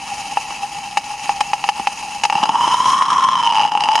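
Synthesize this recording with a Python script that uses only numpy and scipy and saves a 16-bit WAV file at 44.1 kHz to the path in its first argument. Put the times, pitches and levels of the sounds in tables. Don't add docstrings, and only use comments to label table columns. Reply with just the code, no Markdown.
import sys
import numpy as np
from scipy import signal
from scipy.fft import rfft, irfft
from scipy.io import wavfile
from scipy.ndimage import uniform_filter1d

SR = 44100
rng = np.random.default_rng(int(sys.argv[2]) if len(sys.argv) > 2 else 0)


def generate_wav(signal):
    frames = np.transpose(np.atleast_2d(signal))
    scaled = np.clip(frames, -1, 1) * 32767
    pcm = np.round(scaled).astype(np.int16)
    wavfile.write(sys.argv[1], SR, pcm)


N = 176400


def amp(db):
    return 10 ** (np.asarray(db) / 20)


def unit_rms(x):
    return x / np.sqrt(np.mean(x ** 2) + 1e-20)


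def curve(rows, column=1):
    rows = np.array(rows)
    return np.interp(np.arange(N) / SR, rows[:, 0], rows[:, column])


def add(mix, start_s, sound):
    part = mix[max(round(start_s * SR), 0):][:len(sound)]
    part += sound[:len(part)]


def causal_filter(x, db_at_hz, size=4096):
    log_gain = np.log(amp(db_at_hz(abs(np.fft.fftfreq(size, 1 / SR)))))
    taps = np.fft.ifft(np.exp(np.conj(signal.hilbert(log_gain)))).real
    return signal.oaconvolve(x, taps[:size // 2])[:N]


def eq(x, points):
    hz, db = np.transpose(points)
    return causal_filter(x, lambda f: np.interp(np.log(f + 1), np.log(hz + 1), db))


def wander(rate_hz):
    f = np.fft.rfftfreq(N, 1 / SR)
    band = np.exp(-(f / rate_hz) ** 2) * f / (f + rate_hz / 10)
    return unit_rms(irfft(rfft(rng.standard_normal(N)) * band, N))


# freq_hz, gain_db
HUM_EQ = [(20, -36), (60, 7), (85, -15), (160, 3), (2000, -28)]


def hum():
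    return unit_rms(eq(rng.standard_normal(N), HUM_EQ))


# centre_hz, half_width_hz, gain_db
ECHO_NOTCHES = [(593, 140, -11.5), (1520, 46, -16.5), (3535, 180, -13), (4413, 75, -19.5),
                (6200, 41, -17.5), (7540, 440, -8.5)]


def wall_and_floor(x):
    return causal_filter(x, lambda f: sum(db / (1 + ((f - hz) / half_width) ** 2)
                                          for hz, half_width, db in ECHO_NOTCHES))


def echoes(x, t60_s):
    t = np.arange(SR // 2) / SR
    taps = rng.standard_normal(len(t)) * amp(-60 * t / t60_s) * (t > .002)
    return signal.oaconvolve(x, taps / np.linalg.norm(taps))[:N]


# freq_hz, gain_db
EARLY_EQ = [(1000, -12), (3000, -10), (8000, -2.5)]
# freq_hz, gain_db
SIDE_EQ = [(900, -16.5), (4500, -9.5), (6500, -8), (7500, -12)]


def room(x, early_t60_s=.036, tail_t60_s=.22):
    mid = x + eq(echoes(x, early_t60_s), EARLY_EQ) + amp(-27) * echoes(x, tail_t60_s)
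    side = eq(echoes(x, early_t60_s), SIDE_EQ) + amp(-64) * hum()
    return np.array([mid + side, mid - side])


# time_s, first_resonance_hz, second_resonance_hz
AIR_COLUMN = [(0, 810.6, 2673), (2.28, 828.4, 2700), (2.42, 856, 2840), (2.62, 944, 3004),
              (2.9, 1045, 3190), (3.15, 1068, 3250), (3.33, 1042, 3200), (3.54, 881, 2900),
              (3.78, 836.5, 2830), (4.0, 886, 2970)]
MELT_WIDTH_HZ, FLAME_WIDTH_HZ, DYING_WIDTH_HZ = 330, 215, 150


def tube(x, second_width_hz, first_width_hz, second_db, leak_db):
    second_hz = curve(AIR_COLUMN, column=2)
    first = resonate(x, curve(AIR_COLUMN), first_width_hz)
    second = resonate(x, second_hz, second_width_hz)
    third = resonate(x, 1.665 * second_hz, width_hz=340)
    return first + amp(second_db) * second + amp(-25.5) * third + amp(leak_db) * x


def resonate(x, pitch_hz, width_hz):
    turn = np.exp(2j * np.pi * np.cumsum(pitch_hz) / SR)
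    pole = np.exp(-np.pi * width_hz / SR)
    return 2 * (turn * signal.lfilter([1 - pole], [1, -pole], x / turn + 1e-18)).real


# time_s, level_db
FIZZ_LEVEL = [(0, -5), (.22, -3.5), (.85, -6.5), (1.03, -7.5), (1.11, -4.5), (1.18, -8), (1.25, -2),
              (1.38, -6.5), (2.16, -4), (2.28, -10), (2.85, 2.5), (3.55, -38), (3.72, -41), (4.0, -22)]
# freq_hz, gain_db
FIZZ_EQ = [(450, 1.5), (820, 3.5), (4200, 1.5), (5500, 0.5), (6700, 4), (7400, -3), (9700, -4),
           (11000, -12.5), (12800, -27)]


def fizz(swell_db=2, swell_hz=25, grain_db=3, grain_hz=500):
    swell = swell_db * np.tanh(wander(swell_hz))
    grain = grain_db * wander(grain_hz) - grain_db / 2
    bubbles = eq(amp(curve(FIZZ_LEVEL) + swell + grain) * rng.standard_normal(N), FIZZ_EQ)
    return tube(bubbles, MELT_WIDTH_HZ, first_width_hz=44.6, second_db=-16.5, leak_db=-28.5)


def burst(level_db, soft_ms, spray_db, spray_ms, lead_ms):
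    ms = np.arange(2048) * 1000 / SR
    push_ms = np.maximum(ms - lead_ms, 0)
    push = push_ms * np.exp(-push_ms / soft_ms)
    spray = ms / spray_ms * np.exp(1 - ms / spray_ms) * rng.standard_normal(len(ms))
    return amp(spray_db) * spray - amp(level_db) * push / (push.sum() * ms[1])


# freq_hz, gain_db
BURST_EQ = [(50, -25), (150, -7), (850, 5.5), (2000, 6), (6500, 2), (9500, -5.5), (12500, -25.5)]
# start_s, level_db, softness_ms, spray_db
BUBBLE_POPS = [(.3714, 7, 0.15, -2.5), (0.9718, 1.5, 0.056, 8), (1.2932, 6, 0.13, 0), (1.4057, 0, 0.13, 9),
               (1.4095, 1, 0.051, -8), (1.5332, 2.5, 0.071, 1.5), (1.6402, -2.5, 0.047, -2),
               (1.689, 6.5, 0.04, 12), (1.8717, 5.5, 0.048, 5.5), (2.236, -3, 0.012, 8.5),
               (2.2511, -2.5, 0.022, 6.5), (2.299, 0.5, 0.055, -0.5), (2.325, -4, 0.087, -1.5),
               (3.022, 10, 0.12, 6), (3.955, 4, 0.017, 7)]


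def pops(low_cut_hz=320):
    gas = np.zeros(N)
    for start_s, level_db, soft_ms, spray_db in BUBBLE_POPS:
        add(gas, start_s, burst(level_db, soft_ms, spray_db, spray_ms=2.2, lead_ms=.31))
    gas = signal.lfilter(*signal.butter(2, low_cut_hz, "high", fs=SR), gas)
    return tube(eq(gas, BURST_EQ), MELT_WIDTH_HZ, first_width_hz=79.5, second_db=-14, leak_db=-26.5)


# time_s, level_db
SPUTTER_LEVEL = [(3.2, -5.5), (3.42, -4), (3.62, 2), (3.71, -18), (4.0, 0)]
# start_s, level_db, softness_ms
STRONG_SPITS = [(3.2358, 3, 0.072), (3.3321, -2, 0.037), (3.3539, 4, 0.064), (3.4557, -5.5, 0.019),
                (3.473, 1, 0.025), (3.633, -4, 0.027), (3.65, 8, 0.11), (3.719, 5, 0.1),
                (3.7511, 10.5, 0.15), (3.7739, 4.5, 0.064), (3.806, 0, 0.028), (3.837, -0.5, 0.022),
                (3.8873, 11.5, 0.075), (3.9172, 0, 0.036), (3.9786, 4, 0.047)]


def sputter(count=110, rate_hz=108, jitter=.16, spread_db=1.4, weak_soft_ms=.043, clear_s=.0055):
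    gas = np.zeros(N)
    gap, size = rng.standard_normal((count, 2)).T
    times = SPUTTER_LEVEL[0][0] + np.cumsum(np.exp(jitter * gap)) / rate_hz
    levels = np.interp(times, *np.transpose(SPUTTER_LEVEL)) + spread_db * size
    strong_times = np.array(STRONG_SPITS)[:, 0]
    weak_spits = [(s, db, weak_soft_ms) for s, db in zip(times, levels)
                  if abs(strong_times - s).min() > clear_s]
    for start_s, level_db, soft_ms in weak_spits + list(STRONG_SPITS):
        spray_db = level_db + 6 - 20 * np.log10(soft_ms / weak_soft_ms)
        add(gas, start_s, burst(level_db, soft_ms, spray_db, spray_ms=.9, lead_ms=.49))
    return tube(eq(gas, BURST_EQ), DYING_WIDTH_HZ, first_width_hz=42, second_db=-11, leak_db=-37)


# start_s, level_db, relative_thump_db
GAS_FLARES = [(.505, -6, -5), (1.795, -3.5, 5.5), (2.352, -0.5, 6.5), (2.428, 0.5, 5), (2.435, 13, -3),
              (2.454, 8, -5), (2.491, 7, 12), (2.554, 4, -21), (2.676, 1.5, -2.5), (2.741, 10, -8),
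              (2.802, 2.5, 0), (2.855, 4, -4), (3.286, 4, -15)]
# freq_hz, gain_db
THUMP_EQ = [(70, -26), (150, 1.5), (380, 6), (1500, -43)]


def flares(thump_rise_ms=3.5):
    gas, thump_envelope = np.zeros(N), np.zeros(N)
    ms = np.arange(SR // 10) * 1000 / SR
    swell = ms / thump_rise_ms * np.exp(1 - ms / thump_rise_ms)
    for start_s, db, thump_db in GAS_FLARES:
        add(gas, start_s, burst(db, soft_ms=.099, spray_db=db + 3, spray_ms=1.77, lead_ms=1.845))
        add(thump_envelope, start_s, amp(thump_db) * swell)
    thumps = amp(-31) * thump_envelope * unit_rms(eq(rng.standard_normal(N), THUMP_EQ))
    gusts = tube(eq(gas, BURST_EQ), FLAME_WIDTH_HZ, first_width_hz=88, second_db=-10, leak_db=-48)
    return gusts + thumps


# time_s, level_db
ROAR_LEVEL = [(2.2, -51), (2.33, 1.5), (2.5, 4), (2.55, 8.5), (2.7, 5.5), (3.17, 7), (3.35, 2.5),
              (3.64, 2.5), (3.72, -3.5), (3.82, 2), (4.0, 3)]
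# freq_hz, gain_db
ROAR_EQ = [(70, -24), (130, 3), (620, 1.5), (1050, 4.5), (2000, -0.5), (3100, -4.5), (4200, -16),
           (5700, -4.5), (7400, -10), (9700, -11), (12000, -40)]


def roar(flutter_db=2.5, flutter_hz=160, body_hz=500, dulling=.6, crackles_per_s=130):
    level_db = curve(ROAR_LEVEL)
    flutter = amp(flutter_db * wander(flutter_hz) - flutter_db / 2)
    gas = eq(flutter * rng.standard_normal(N), ROAR_EQ)
    body = signal.lfilter(*signal.butter(1, body_hz, fs=SR), gas)
    brightness = amp(dulling * (level_db - level_db.max()))
    gas = body + brightness * (gas - body)
    grains = rng.random(N) < crackles_per_s / SR
    crackle = eq(grains * amp(5 + 14 * rng.random(N)), BURST_EQ)
    flame = amp(level_db) * (gas - crackle)
    return tube(flame, FLAME_WIDTH_HZ, first_width_hz=81, second_db=-10.5, leak_db=-35.5)


def scene():
    reaction = fizz() + roar() + pops() + flares() + sputter()
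    return room(wall_and_floor(reaction) + amp(-50) * hum())


def record(dry, threshold_db=-7.5, strength=.98, release_db_per_s=75.5, high_cut_hz=12900):
    power_db = 10 * np.log10(abs(uniform_filter1d((dry ** 2).mean(0), size=130)) + 1e-12)
    release_db = np.arange(N) / SR * release_db_per_s
    held_db = np.maximum.accumulate(power_db + release_db) - release_db
    over_db = np.maximum(held_db - threshold_db, 0)
    limited = dry / amp(strength * uniform_filter1d(over_db, size=60))
    rounded = limited / (1 + limited ** 6) ** (1 / 6)
    high_cut = signal.firwin(255, high_cut_hz, window=("kaiser", 9), fs=SR)
    return signal.oaconvolve(rounded, high_cut[None], "same")


dry = scene()
out = record(dry)
generate_wav(out)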